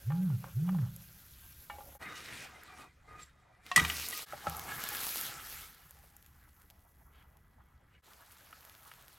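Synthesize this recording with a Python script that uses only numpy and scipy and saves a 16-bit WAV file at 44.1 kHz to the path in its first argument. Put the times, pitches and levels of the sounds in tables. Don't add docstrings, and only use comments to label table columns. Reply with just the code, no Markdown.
import sys
import numpy as np
from scipy import signal
from scipy.io import wavfile
from scipy.ndimage import uniform_filter1d

SR = 44100
rng = np.random.default_rng(int(sys.argv[2]) if len(sys.argv) > 2 else 0)


def voltage_ratio(decibels):
    exponent = np.asarray(decibels, float) / 20
    return 10 ** exponent


def dump(signal):
    limited = np.clip(np.atleast_2d(signal).T, -1, 1)
    pcm = np.round(limited * 32767).astype(np.int16)
    wavfile.write(sys.argv[1], SR, pcm)


N = 404826


def rms_one(x):
    return x / np.sqrt(np.mean(x ** 2) + 1e-20)


def evened(x):
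    return x / np.sqrt(uniform_filter1d(x ** 2, size=8820) + 1e-20)


def to_db(power):
    return 10 * np.log10(power + 1e-20)


def band(x, low_hz, high_hz):
    return signal.sosfilt(signal.butter(2, [low_hz, high_hz], "band", fs=SR, output="sos"), x)


def in_time(rows):
    s, *columns = np.transpose(rows)
    return [np.interp(np.arange(N) / SR, s, column) for column in columns]


def at_hz(points, hz):
    point_hz, value = np.transpose(points)
    return np.interp(np.log(hz), np.log(point_hz), value)


def drift(rate_hz):
    r = np.exp(-80 * np.pi * rate_hz / SR)
    noise = rng.standard_normal(N // 40 + 2002)
    slow = signal.lfilter([1], [1, -2 * r, r * r], noise)[2000:]
    return np.interp(np.arange(N) / 40, np.arange(len(slow)), rms_one(slow))


def ring(force, hz, t60):
    r, w = voltage_ratio(-60 / (t60 * SR)), 2 * np.pi * hz / SR
    return signal.lfilter([0, np.sin(w)], [1, -2 * r * np.cos(w), r * r], force + 1e-18)


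def glide(rows, rough_db):
    hz, db = in_time(rows)
    sample = np.arange(N)
    on = (sample > rows[0][0] * SR) & (sample < rows[-1][0] * SR)
    sine = np.sin(2 * np.pi * np.cumsum(hz) / SR)
    return np.sqrt(2) * voltage_ratio(db + rough_db * drift(90)) * on * sine


def grains(per_s, spread_db, hiss):
    sizes = voltage_ratio(spread_db * np.minimum(rng.exponential(1, N), 5)) * rng.choice([-1, 1], N)
    born = rng.random(N) < per_s * voltage_ratio(3 * drift(8)) / SR
    mid = rms_one(sizes * born) + hiss * rng.standard_normal(N)
    return np.array([mid, rng.standard_normal(N)])


# frequency in Hz, left-right likeness from -1 to 1.
EAR_LIKENESS = [(70, .999), (180, 0.79), (550, 0.26), (1650, 0.89), (5000, 0.99)]


def coloured(source, spectrum, patchy_db):
    out, together = 0, 0.21 * drift(27.0)
    edges = np.geomspace(spectrum[0][0], spectrum[-1][0], 13)
    source = source / np.std(source, axis=1, keepdims=True)
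    for k, (low, high) in enumerate(zip(edges, edges[1:])):
        mid, side = band(source, low, high)
        hz = np.sqrt(low * high)
        alike = np.clip(at_hz(EAR_LIKENESS, hz), -1, 1)
        flicker_db = patchy_db * (together + 0.94 * drift(14))
        gain = voltage_ratio(at_hz(spectrum, hz) + flicker_db) * (-1) ** k
        out = out + gain * (np.sqrt(1 + alike) * mid + np.sqrt(1 - alike) * side * [[1], [-1]])
    return rms_one(out)


# start in seconds, free ring of the pan under the murmur from 0 to 1,
# small spits over the sizzle in relative dB, low rumble in relative dB, room tone in dB.
STRETCH_ROWS = [(0, 0.6, -21, -63.5, -72.5), (1.986, 0.69, 17.5, -69.5, -70),
                (4.257, 0.41, 14, -68.5, -70.5), (8.018, 0.14, 18.5, -75, -66.5)]


def stretch_at(s):
    return np.clip(np.searchsorted(np.transpose(STRETCH_ROWS)[0], s) - 1, 0, None)


def by_stretch():
    return np.transpose(STRETCH_ROWS)[1:, stretch_at(np.arange(N) / SR)]


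def favour(hz, centre_hz, octaves):
    return np.exp(-.5 * (np.log2(hz / centre_hz) / octaves) ** 2)


# frequency in Hz, struck level in relative dB, t60 in seconds, rubbed level in relative dB.
PAN_MODES = [
    [(553, -2, 0.065, 20), (823, 0, 0.49, 6), (1000, 7.5, 0.014, -38), (1177, -2.5, 0.17, -37),
     (1400, -1, 0.044, 5), (1587, -4, 0.11, 7), (1795, 0, 0.1, -3), (2267, -1.5, 0.13, -2.5),
     (2863, 0.5, 0.12, -21), (3340, -0.5, 0.047, -10)],
    [(438, -13.5, 0.11, 6.5), (743, 4, 0.079, -0.5), (1162, 7, 0.028, -2.5), (1230.4, -3.5, 0.22, 0.5),
     (1899, -6, 0.24, -15), (1954, 0, .25, -2.5), (2074, -12.5, 0.078, -7), (2370, -4.5, 0.13, -8.5),
     (2505, -6.5, 0.14, -5), (2924, 6, 0.055, -12), (3204, 7.5, 0.093, -14.5), (3740, -3.5, .07, -1.5),
     (4306, 0.5, 0.037, -13), (8300, 7.5, 0.072, -32)],
    [(590, 2, 0.043, -16), (816, -1.5, 0.071, 6.5), (1313, 1, 0.11, -1.5), (1672, -9, 0.083, -1),
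     (1933, -7, 0.035, -20), (2190, -11, 0.13, -7), (2895, -4.5, 0.067, -4.5), (3240, -5, 0.1, -5)],
]
STRETCH_SEATING = [0, 1, 2, 2]


def rub(level_db, centre_hz, free):
    force = grains(per_s=540.0, spread_db=4.0, hiss=1.8)[0]
    seating = np.array(STRETCH_SEATING)[stretch_at(np.arange(N) / SR)]
    tones = 0
    for seat, modes in enumerate(PAN_MODES):
        seat_force = force * (seating == seat)
        for k, (hz, _, t60, rub_db) in enumerate(modes):
            wander = (-1) ** k * voltage_ratio(rub_db + 5.3 * drift(6.54))
            near = favour(hz, centre_hz, octaves=0.76)
            tones = tones + wander * near * ring(seat_force, hz, t60) * np.sqrt(.1 / t60)
    rustle = 0
    for k, hz in enumerate(np.geomspace(480., 4400., num=14)):
        near = favour(hz, centre_hz, octaves=0.44) + 0.055
        rustle = rustle + (-1) ** k * near * ring(force, hz, 12.0 / hz)
    both = np.sqrt(free) * evened(tones) + np.sqrt(1 - free) * evened(rustle)
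    tremble = rms_one(band(force, 120., 420.))
    return voltage_ratio(level_db + 1.0 * drift(30.0)) * (both + voltage_ratio(-12.5) * tremble)


# time in seconds, sizzle in dB, steam in dB, murmur of the fat in relative dB.
FRYING_LEVELS = [(0, -60.5, -64, -68.5), (1.7, -60, -66, -73.5), (1.97, -60, -75, -85),
                 (2.0, -71, -78, -82), (2.75, -87.5, -76, -81), (3.74, -100, -81, -68.5),
                 (3.78, -49.5, -48, -35), (3.95, -48, -43, -50.5), (4.23, -46, -46.5, -55.5),
                 (4.28, -63.5, -60, -57), (4.55, -56, -52.5, -53), (4.85, -46.5, -54.5, -47),
                 (5.15, -40, -44.5, -54.5), (5.28, -46, -47.5, -53.5), (5.35, -58, -70, -53.5),
                 (5.5, -50, -66, -57), (5.64, -54, -58.5, -61), (5.76, -65.5, -68, -68),
                 (6.2, -71, -75.5, -74), (7.12, -75.5, -86, -86), (7.99, -88, -83.5, -77),
                 (8.04, -70, -67.5, -72), (8.5, -67, -66.5, -68.5), (9.18, -67.5, -68, -71.5)]


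def frying():
    return in_time(FRYING_LEVELS)


# frequency in Hz, density in relative dB per Hz.
STEAM_COLOUR = [(1200, -31), (2200, -7), (4000, -8), (7000, -12.5), (9500, -14.5), (15500, -26)]


def steam(level_db):
    return voltage_ratio(level_db) * coloured(grains(per_s=1500.0, spread_db=4.5, hiss=1.9), STEAM_COLOUR, patchy_db=2.5)


# frequency in Hz, density in relative dB per Hz.
SIZZLE_COLOUR = [(3530, -36), (6000, -10.5), (9180, -17), (10000, -10), (11900, -1), (16200, -10.5)]


def sizzle(level_db):
    source = grains(per_s=2000.0, spread_db=2.0, hiss=0.4)
    return voltage_ratio(level_db) * coloured(source, SIZZLE_COLOUR, patchy_db=0.0)


# frequency in Hz, density in relative dB per Hz.
ROOM_COLOUR = [(59, -26.5), (100, 0), (275, -15), (908, -7), (1700, -11), (1850, -32), (1960, -33.5),
               (3000, -16), (3900, -54), (6600, -120)]


def room_tone(level_db):
    return voltage_ratio(level_db) * coloured(rng.standard_normal((2, N)), ROOM_COLOUR, patchy_db=5.0)


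def rumble(level_db):
    noise = rng.standard_normal(N)
    broad = band(noise, 25., 130.)
    return voltage_ratio(level_db + 1.4 * drift(5)) * (rms_one(ring(noise, 74.0, 0.17)) + 0.97 * rms_one(broad))


# frequency in Hz, level in dB.
THIN_TONES = [(1970, -85), (3300, -95)]


def whine():
    return sum(glide([(0, hz, db), (N / SR, hz, db)], rough_db=0.88) for hz, db in THIN_TONES)


# time in seconds, click height in dB, body below 6 kHz in dB relative to that click.
LARGE_POPS = [(0.9632, -30.5, -14), (2.635, -38, -5), (3.665, -42.5, 11), (4.087, -17.5, -20),
              (4.4976, -23, -6), (4.5679, -24.5, -17), (4.5954, -24, -2.5), (4.8391, -18, -4),
              (4.8895, -18, -12), (4.95, -22.5, -2), (5.2123, -18.5, -12), (5.909, -33, -19),
              (6.1663, -36, -18), (6.2264, -42.5, -3.5), (6.263, -41.5, -4), (6.619, -43.5, -6),
              (6.7015, -40.5, 1.5), (6.708, -46.5, 2.5), (7.3707, -48, -5), (8.135, -51, 11.5),
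              (8.322, -40, -18), (8.651, -37, -4), (8.697, -40, 3), (8.751, -44.5, 6), (8.938, -40.5, 1.5),
              (9.082, -38.5, 0)]


def pops(sizzle_db, spit_db):
    size_db = spit_db + 3 * np.minimum(rng.exponential(1, N), 3)
    born = rng.random(N) < 160 * voltage_ratio(6 * drift(8)) / SR
    tick = voltage_ratio(sizzle_db + size_db) * born * rng.choice([-1, 1], N)
    body = tick * rng.uniform(0, 0.84, N) ** 2
    tick = tick * rng.random(N)
    dealt = rng.integers(0, 7, N)
    tick_hz = np.geomspace(9000., 14000., num=7)
    small = sum(ring(tick * (dealt == k), hz, 6.6 / hz) for k, hz in enumerate(tick_hz))

    s, peak_db, body_db = np.transpose(LARGE_POPS)
    at = (s * SR).astype(int)
    sign = rng.choice([-1, 1], len(LARGE_POPS))
    big = np.zeros(N)
    big[at] = sign * voltage_ratio(peak_db)
    body[at] = sign * voltage_ratio(peak_db + body_db)
    dealt[at] = 4
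    big = big + sum(np.roll(big * rng.normal(0, 0.3, N), lag) for lag in (37, 89, 151))
    bright = 0.83 * ring(big, 12000., 0.0021) - 0.4 * ring(big, 7000.0, 0.0019)
    body_hz = np.geomspace(1100., 6000., num=7)
    sung = sum(ring(body * (dealt == k), hz, 7.3 / hz) for k, hz in enumerate(body_hz))
    burst = bright + 1.32 * small + .8 * ring(body, 4700.0, 0.00074) + 0.39 * sung
    return burst * voltage_ratio(0.68 * drift(40) * [[1], [-1]])


MOTOR_START_S = [0.0388, 0.528]
# frequency in Hz, level in relative dB, t60 in seconds.
COUNTER_MODES = [(112.5, -2, 0.9), (129.5, 10.5, 0.33), (159.2, 2.5, 0.81), (189.5, 1.5, 0.73)]
DRIVEN_S, SPIN_UP_S = 0.21, 0.076
SLOW_HZ, FAST_HZ, COAST_HZ_PER_S = 61, 199.3, 766
FULL_S, STOP_S = 0.042, 0.31
RISE_DB_PER_S, FALL_DB_PER_S = 598, 698


def motor():
    t = np.linspace(0, .38, num=60)
    driven = np.minimum(t, DRIVEN_S)
    hz = FAST_HZ - (FAST_HZ - SLOW_HZ) * np.exp(-driven / SPIN_UP_S)
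    hz = hz - COAST_HZ_PER_S * (t - driven)
    slope_db = np.minimum(RISE_DB_PER_S * (t - FULL_S), FALL_DB_PER_S * (STOP_S - t))
    db = -31.5 + np.minimum(0, slope_db)
    shake = sum(glide(np.transpose([s + t, hz, db]), rough_db=0) for s in MOTOR_START_S)
    buzz = band(shake * rng.standard_normal(N), 270., 450.)
    counter = sum(voltage_ratio(mode_db - 71) * ring(shake, mode_hz, t60) for mode_hz, mode_db, t60 in COUNTER_MODES)
    return (shake + voltage_ratio(-12.5) * buzz + counter) * voltage_ratio([[-.4], [.4]])


# time in seconds, peak of the ringing in dB,
# favoured pitch in Hz, spread in octaves, free ring in seconds until damped.
PAN_KNOCKS = [(0.103, -38.5, 840, 0.8, 0.12), (0.12, -35.5, 1340, 0.22, 0.0038),
              (.30, -47, 854, 0.28, 0.0052), (0.442, -31.5, 1000, 0.6, 0.0032),
              (.679, -42.5, 905, 0.47, 0.01), (.690, -33, 1060, 0.78, 0.0063),
              (.747, -38.5, 900, 0.22, 0.0081), (0.786, -42.5, 1190, 0.5, 0.0051),
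              (1.699, -33.5, 1120, 1, 0.071), (1.784, -40.5, 607, 0.43, 0.013),
              (1.805, -43.5, 784, 0.54, 0.029), (1.952, -44.5, 577, 0.36, 0.032),
              (2.024, -38.5, 1860, 0.19, 0.048), (2.089, -42, 1510, 0.27, 0.039),
              (3.7609, -11, 2024, 0.16, 0.034), (3.777, -16.5, 1170, 0.11, 0.032),
              (3.798, -17, 2170, 0.26, 0.004), (3.849, -20, 2300, 0.18, 0.0027),
              (3.899, -19.5, 2115, 0.29, 0.003), (4.128, -33.5, 1930, 0.1, 0.0036),
              (4.324, -33, 1360, 0.59, 0.0025), (4.333, -32.5, 665, 0.44, 0.018),
              (4.468, -22.5, 900, 0.62, 0.014), (8.528, -40.5, 1950, 0.86, 0.002),
              (8.915, -41, 2000, 0.69, 0.0027)]
RIM_TAPS = [(3.715, -23.5, 1730, 1.5, 0.053)]
# frequency in Hz, level in relative dB, t60 in seconds.
BLADE_MODES = [(717, -6.5, 0.12), (1099, 1, 0.08), (1870, -1.5, 0.088), (2680, -4.5, .06)]


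def knocks():
    out, t = np.zeros(N + SR), np.arange(SR // 4) / SR
    onset = np.clip(t / 0.00042, 0, 1)
    blows = [(row, PAN_MODES[STRETCH_SEATING[stretch_at(row[0])]]) for row in PAN_KNOCKS]
    blows += [(row, BLADE_MODES) for row in RIM_TAPS]
    chance = rng.normal(0, 1, (len(blows), 2, max(map(len, PAN_MODES)), 1))
    for ((s, peak_db, centre_hz, octaves, free_s), body), draws in zip(blows, chance):
        hz, db, t60 = np.transpose(body)[:3, :, None]
        own, phase = draws[:, :len(body)]
        strength = voltage_ratio(db + 2.5 * own) * (favour(hz, centre_hz, max(octaves, .03)) + 0.075)
        sines = np.sin(2 * np.pi * hz * t + 1.3 * phase)
        modes = np.sum(strength * sines * voltage_ratio(-60 * t / t60), axis=0) * onset
        modes *= voltage_ratio(-2200 * np.clip(t - free_s, 0, .013))
        decay = voltage_ratio(-60 * t / min(0.035, 1.7 * free_s)) + 0.24 * voltage_ratio(-60 * t / 0.2)
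        crack = rng.standard_normal(len(t)) * onset * decay
        top_hz = min(2.3 * centre_hz + 80000. * voltage_ratio(2 * peak_db), .4 * SR)
        crack = band(crack, .5 * centre_hz, top_hz)
        at = round(s * SR)
        out[at:at + len(t)] += voltage_ratio(peak_db) * (modes / np.max(np.abs(modes)) + 0.57 * crack)
    return out[:N]


# start in seconds, length in seconds, rub in relative dB,
# favoured pitch in Hz, hiss in dB, share of free ring from 0 to 1.
SPATULA_STROKES = [(0.112, 0.22, -65.5, 1000, -103, 0.7), (0.447, 0.031, -60, 1080, -73, 0.4),
                   (0.666, 0.2, -62.5, 1070, -69, 0.4), (1.716, 0.21, -62, 770, -66.5, 0.64),
                   (2.018, 0.11, -46, 1600, -59.5, 0.73), (2.16, 0.1, -52.5, 2100, -53, 0.46),
                   (2.284, 0.16, -50.5, 2150, -52.5, 0.15), (2.473, 0.34, -58, 1400, -63.5, 0.7),
                   (2.785, 0.059, -54.5, 1550, -63, 0.82), (3.091, 0.11, -55.5, 1620, -71, 0.87),
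                   (3.202, 0.03, -64, 1540, -60.5, 0.6), (3.668, 0.13, -58.5, 1600, -58.5, 0.64),
                   (4.454, 0.15, -51.5, 806, -66.5, .5), (4.636, 0.07, -49, 820, -64, 1),
                   (4.69, 0.025, -51, 1320, -49, 1), (4.8, 0.23, -54, 1600, -48.5, 0.5),
                   (5.094, 0.23, -59, 1870, -51, 0), (5.317, 0.29, -79, 1400, -53.5, 0),
                   (7.15, 0.056, -68.5, 3000, -84, 0.5), (7.941, 0.021, -72, 3110, -90, 0.2)]


def strokes():
    t, out = np.arange(N) / SR, np.zeros((4, N))
    for s, length, rub_db, hz, hiss_db, free in SPATULA_STROKES:
        rise_db, fall_db = 451.5 * (t - s), 266.5 * (s + length - t)
        shape_db = np.minimum(0, np.minimum(rise_db, fall_db))
        near = shape_db > -60
        power = voltage_ratio(2 * (rub_db + shape_db[near]))
        hiss_power = voltage_ratio(2 * (hiss_db + shape_db[near]))
        out[:, near] += [power, power * np.log(hz), power * free, hiss_power]
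    return out


# time in seconds, pitch in Hz, level in dB.
EDGE_SLIPS = [(3.19, 7600, -85), (3.225, 7570, -62), (3.29, 7640, -77)]


def squeak():
    return glide(EDGE_SLIPS, rough_db=5.2)


# time in seconds, push in relative dB, lowest mode in relative dB.
LANDINGS = [(3.768, -26.5, -12), (3.813, -28, 0), (4.471, -35, -2)]
# frequency in Hz, level in relative dB, t60 in seconds.
GRATE_MODES = [(76, -6, 0.62), (111, -4, 0.098), (139, -1, 0.036), (165, -4, 0.23), (282.3, -1.5, 0.017)]


def thuds():
    out = np.zeros(N)
    s, db, boom_db = np.transpose(LANDINGS)
    for k, (hz, mode_db, t60) in enumerate(GRATE_MODES):
        push = np.zeros(N)
        push[(s * SR).astype(int)] = voltage_ratio(db + mode_db + boom_db * (k == 0)) * (-1) ** k
        out += ring(push, hz, t60)
    return band(out, 45., 350.)


def kitchen(x):
    t60, wall_cut_hz = 0.11, 1500
    out, dull = np.zeros((2, N)), np.exp(-2 * np.pi * wall_cut_hz / SR)
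    for k, lag in enumerate((rng.uniform(.012, .035, 10) * SR).astype(int)):
        loop, gain, state = x.copy(), voltage_ratio(-60 * lag / SR / t60), [0.]
        for i in range(lag, N, lag):
            back, state = signal.lfilter([gain * (1 - dull)], [1, -dull], loop[i - lag:i], zi=state)
            loop[i:i + lag] += back[:N - i]
        out[k % 2] += (loop - x) * (-1) ** (k // 2)
    return out


def scene():
    sizzle_db, steam_db, murmur_db = frying()
    free, spit_db, rumble_db, room_db = by_stretch()
    rub_power, rub_pitch, rub_free, hiss_power = strokes()
    murmur = voltage_ratio(2 * murmur_db)
    rub_db = to_db(rub_power + murmur)
    centre_hz = np.exp((rub_pitch + murmur * np.log(1600.)) / (rub_power + murmur + 1e-20))
    free = (rub_free + murmur * free) / (rub_power + murmur + 1e-20)
    steam_db = to_db(voltage_ratio(2 * steam_db) + hiss_power)
    treble_db = to_db(voltage_ratio(2 * sizzle_db) + voltage_ratio(2 * -16) * hiss_power)
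    room_db = to_db(voltage_ratio(2 * room_db) + voltage_ratio(2 * (rub_db - 5.5)))
    pan = rub(rub_db, centre_hz, np.clip(free, 0, 1)) + knocks() + squeak()
    close = pan + pops(treble_db, spit_db) + thuds() + steam(steam_db) + sizzle(treble_db)
    around = voltage_ratio(-6.5) * kitchen(pan) + room_tone(room_db) + rumble(rumble_db) + whine()
    return close + around + motor()


def roll_off(x):
    return signal.sosfilt(signal.butter(12, 16720, fs=SR, output="sos"), x)


def record(dry):
    t = np.arange(N) / SR
    fade = np.prod([np.clip(np.abs(t - s) / .03, .03, 1) for s, *_ in STRETCH_ROWS[1:]], axis=0)
    return roll_off(dry * fade)


dry = scene()
out = record(dry)
dump(out)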